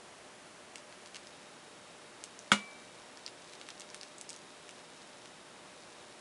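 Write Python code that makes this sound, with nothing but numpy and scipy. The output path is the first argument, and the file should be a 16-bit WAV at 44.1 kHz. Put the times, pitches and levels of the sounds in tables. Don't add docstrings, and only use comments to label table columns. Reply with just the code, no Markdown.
import sys
import numpy as np
from scipy import signal
from scipy.fft import rfft, irfft
from scipy.io import wavfile

SR = 44100
rng = np.random.default_rng(int(sys.argv[2]) if len(sys.argv) > 2 else 0)


def waveform_to_disk(signal):
    frames = np.transpose(np.atleast_2d(signal))
    scaled = np.clip(frames, -1, 1) * 32767
    samples = np.round(scaled).astype(np.int16)
    wavfile.write(sys.argv[1], SR, samples)


N = 273552


def brush():
    dry = snaps(gain_db=-0.5, rustle=0.12, rustle_t60_s=0.0095)
    dry = dry + crackle(per_second=330, spread_db=8, pitch_hz=4400, width_hz=5000)
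    low_pass = signal.butter(4, 10300, fs=SR, output="sos")
    dry = signal.sosfilt(low_pass, dry)
    return room(dry, wet_db=-8.5, t60_s=0.089, gap_s=0.004)


# start_s, peak_db, pitch_hz, width_hz, glass_db
LOUD_SNAPS = [(0.7575, -24, 5100, 6500, 2), (0.782, -35, 5000, 4000, -2), (0.9255, -36, 2800, 3600, -2),
              (1.06, -33, 4600, 6000, -4), (1.0733, -34, 4200, 8000, 0), (1.1461, -28, 3200, 6400, -6),
              (1.1567, -28, 4200, 8400, 0), (1.16, -29, 2800, 5200, 4), (1.1667, -30, 4600, 4600, -2),
              (1.2709, -34, 4600, 4600, -2), (2.2395, -19, 5940, 9300, -8), (2.3911, -29.5, 6200, 3700, -2),
              (3.173, -34.5, 4600, 3700, -2), (3.2637, -24.5, 4550, 2700, -6), (3.2783, -29, 3600, 4700, 0),
              (3.5353, -31, 4200, 6700, -6), (3.6138, -29.5, 3200, 5100, -6), (3.6884, -25, 2600, 6800, -9),
              (3.704, -27, 3800, 4900, -6), (3.798, -26, 8000, 8040, -2), (3.807, -25.5, 6750, 10800, 3),
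              (3.8183, -30, 4400, 7000, 0), (3.9017, -34, 5000, 4000, -2), (3.9453, -20, 4200, 12000, -6),
              (4.0123, -29, 4800, 3800, -4), (4.0322, -25.5, 4200, 5500, -10), (4.183, -31, 8200, 4900, -2),
              (4.2123, -21.5, 7300, 7350, 0), (4.2922, -26, 6000, 6000, 0), (4.2968, -25.5, 7000, 7000, -2),
              (4.3038, -23, 6440, 6400, -5), (4.3307, -30, 5500, 4600, -6), (4.342, -33, 6000, 7800, -4),
              (4.363, -30.5, 6000, 7000, -2), (4.6922, -30, 5200, 11000, 10),
              (4.7093, -31.5, 6600, 10500, -2), (5.258, -34, 3400, 5400, -6)]
FOLLOW_GAP_S, FOLLOW_SPREAD_S = 0.005, 0.018
FOLLOW_DB, FOLLOW_OCTAVES = -16, 0.25


def snaps(gain_db, rustle, rustle_t60_s):
    out = np.zeros(N)
    for start_s, peak_db, pitch_hz, width_hz, glass_db in LOUD_SNAPS:
        wait, detune = rng.random(2)
        peak_db = peak_db + gain_db
        first = snap(peak_db, pitch_hz, width_hz, glass_db, rustle, rustle_t60_s)
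        add(out, start_s, first)

        next_s = start_s + FOLLOW_GAP_S + FOLLOW_SPREAD_S * wait
        next_hz = pitch_hz * 2 ** (FOLLOW_OCTAVES * (2 * detune - 1))
        follower = snap(peak_db + FOLLOW_DB, next_hz, width_hz, glass_db, rustle, rustle_t60_s)
        add(out, next_s, follower)
    return out


# pitch_hz, width_hz, level_db
GLASS_ANSWER = [(1410, 390, -4), (2200, 130, 3), (2750, 230, 0), (3060, 87, -25.5)]


def snap(peak_db, pitch_hz, width_hz, glass_db, rustle, rustle_t60_s):
    t = np.arange(SR // 40) / SR
    quiver = rustle * rng.standard_normal(len(t)) * fade(t, rustle_t60_s)
    pulse = (t == 0) + quiver
    click = band(band(pulse, pitch_hz, width_hz), pitch_hz, width_hz)
    envelope = np.abs(signal.hilbert(click))
    click = click * undb(peak_db) / envelope.max()
    glass = sum(undb(mode_db + glass_db) * band(click, mode_hz, mode_width_hz)
                for mode_hz, mode_width_hz, mode_db in GLASS_ANSWER)
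    return click + glass


# start_s, end_s, level_db
BRUSH_DABS = [(0.9, 1.4, -70), (2.1, 3.35, -68.5), (3.35, 3.9, -63.5), (3.9, 5.3, -66), (5.65, 6.2, -67)]
DAB_EASE_S = 0.13


def crackle(per_second, spread_db, pitch_hz, width_hz):
    pressure = np.zeros(N)
    for start_s, end_s, level_db in BRUSH_DABS:
        pressure += undb(level_db) * (ramp(start_s, DAB_EASE_S) - ramp(end_s, DAB_EASE_S))
    size_db = spread_db * np.minimum(rng.exponential(size=N), 3)
    sizes = undb(size_db) * rng.choice([-1, 1], N)
    grains = sizes * (rng.random(N) < per_second / SR)
    coloured = band(band(grains, pitch_hz, width_hz), pitch_hz, width_hz)
    return level(coloured, 0) * pressure


def room(x, wet_db, t60_s, gap_s):
    t = np.arange(SR // 2) / SR
    tail = rng.standard_normal(len(t)) * fade(t, t60_s) * (t > gap_s)
    tail = tail / np.linalg.norm(tail)
    return x + undb(wet_db) * signal.fftconvolve(x, tail)[:N]


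KNOCK_S = 2.5174


def knock():
    out, t = np.zeros(N), np.arange(SR) / SR
    contact_s = 0.00025
    contact = 1 - np.exp(-t / contact_s)
    struck = ring(t, gain_db=0.9) + crack(t, start_db=-24.5, t60_s=0.013)
    dense = dense_ringing(t, early_db=-24.5, early_t60_s=0.081, build_s=0.0027,
                          late_db=-32, late_t60_s=0.26)
    add(out, KNOCK_S, clack(t) + struck * contact + dense)
    return signal.sosfilt(signal.butter(2, 85, "high", fs=SR, output="sos"), out)


# pitch_hz, level_db, length_s
CONTACT_CLACK = [(1270, -13.5, .0046), (3190, -18, .003)]


def clack(t):
    out = np.zeros(len(t))
    for pitch_hz, level_db, length_s in CONTACT_CLACK:
        push = np.sin(np.pi * np.minimum(t / length_s, 1))
        out += undb(level_db) * np.sin(2 * np.pi * pitch_hz * t) * push
    return out


def crack(t, start_db, t60_s):
    return level(band(rng.standard_normal(len(t)), 7700, 6000), start_db) * fade(t, t60_s)


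# pitch_hz, level_db, t60_s
RING_MODES = [(126, -41.5, 0.11), (205, -24.5, 0.2), (407, -34.5, 0.085), (555, -33.5, 0.15),
              (910, -15.5, .009), (983, -24.5, 0.07), (1115, -55, 1), (1193, -32, 0.15), (1280, -27, 0.02),
              (1316, -26.5, 0.12), (1430, -28.5, 0.16), (1506, -11, .021), (1910, -29.5, 0.067),
              (2120, -32, .146), (2152, -38, .17), (2224, -20, .055), (2319, -41, .88), (2395, -35, .07),
              (2590, -34, .064), (2886, -25, 0.14), (2890, -27, 0.08), (3230, -8, 0.013),
              (3304, -33, 0.098), (3400, -38, 0.08), (3650, -37.5, 0.18), (4800, -26, 0.02),
              (6600, -25, 0.016), (7030, -37, 0.15)]


def ring(t, gain_db):
    out = np.zeros(len(t))
    for k, (pitch_hz, level_db, t60_s) in enumerate(RING_MODES):
        direction = (-1) ** k
        out += direction * undb(level_db) * np.sin(2 * np.pi * pitch_hz * t) * fade(t, t60_s)
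    return undb(gain_db) * out


# pitch_hz, level_db
DENSE_COLOUR = [(40, -30), (85, -12), (130, -4), (220, 1), (420, -9), (750, -1.5), (1400, -7), (1900, -5),
                (3200, -3), (4700, -10), (7000, -12), (9500, -13.5), (11500, -26)]


def dense_ringing(t, early_db, early_t60_s, build_s, late_db, late_t60_s):
    tail = undb(early_db) * fade(t, early_t60_s) + undb(late_db) * fade(t, late_t60_s)
    build_up = 1 - np.exp(-t / build_s)
    return noise(DENSE_COLOUR, size=len(t)) * tail * build_up


def background():
    return air() + hum() + fan_whine()


# pitch_hz, level_db (per Hz)
AIR_COLOUR = [(15, -63), (25, -26.5), (134, -10), (160, -5.5), (267, -4.5), (353, -4), (545, -4.5),
              (588, -4), (635, -5), (740, -4.5), (3320, -12.5), (3770, -15), (4070, -14.5), (9930, -19),
              (11000, -23), (14300, -123), (22000, -120)]
AIR_DB = -54


def air():
    return undb(AIR_DB) * noise(AIR_COLOUR, size=N)


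# pitch_hz, level_db (rms)
HUM_TONES = [(120, -84.5), (360, -72), (480, -72.5), (600, -67)]


def hum():
    t = np.arange(N) / SR
    return sum(undb(level_db) * np.sqrt(2) * np.sin(2 * np.pi * (pitch_hz * t + rng.random()))
               for pitch_hz, level_db in HUM_TONES)


# pitch_hz, width_hz, level_db (rms)
FAN_WHISTLES = [(3768, 83, -71), (5400, 120, -77.5)]
WHINE_ON_S, WHINE_RISE_S = 1.02, 0.31
WHINE_BEFORE_DB, WHINE_AFTER_DB = -15, 1


def fan_whine():
    whine = sum(level(band(rng.standard_normal(N), pitch_hz, width_hz), level_db)
                for pitch_hz, width_hz, level_db in FAN_WHISTLES)
    rise_db = WHINE_AFTER_DB - WHINE_BEFORE_DB
    return whine * undb(WHINE_BEFORE_DB + rise_db * ramp(WHINE_ON_S, WHINE_RISE_S))


def undb(db):
    return 10 ** (np.asarray(db) / 20)


def level(x, db):
    return x * undb(db) / np.sqrt(np.mean(x ** 2))


def fade(t, t60_s):
    return np.exp(-np.log(1000) * t / t60_s)


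def ramp(start_s, length_s):
    return np.clip((np.arange(N) / SR - start_s) / length_s, 0, 1)


def add(out, start_s, x):
    i = int(start_s * SR)
    out[i:i + len(x)] += x[:len(out) - i]


def band(x, pitch_hz, width_hz):
    centre_hz = min(pitch_hz, 0.45 * SR)
    sharpness = pitch_hz / min(width_hz, 0.3 * SR)
    b, a = signal.iirpeak(centre_hz, sharpness, SR)
    return signal.lfilter(b, a, x)


def noise(points, size):
    pitch_hz, level_db = np.transpose(points)
    f = np.maximum(np.fft.rfftfreq(size, 1 / SR), 1)
    colour = undb(np.interp(np.log(f), np.log(pitch_hz), level_db))
    return level(irfft(rfft(rng.standard_normal(size)) * colour, size), 0)


def scene():
    return (brush() + knock() + background())[None]


def record(dry):
    low_pass = signal.ellip(10, 0.2, 70, 11150, fs=SR, output="sos")
    return signal.sosfilt(low_pass, dry)


dry = scene()
out = record(dry)
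waveform_to_disk(out)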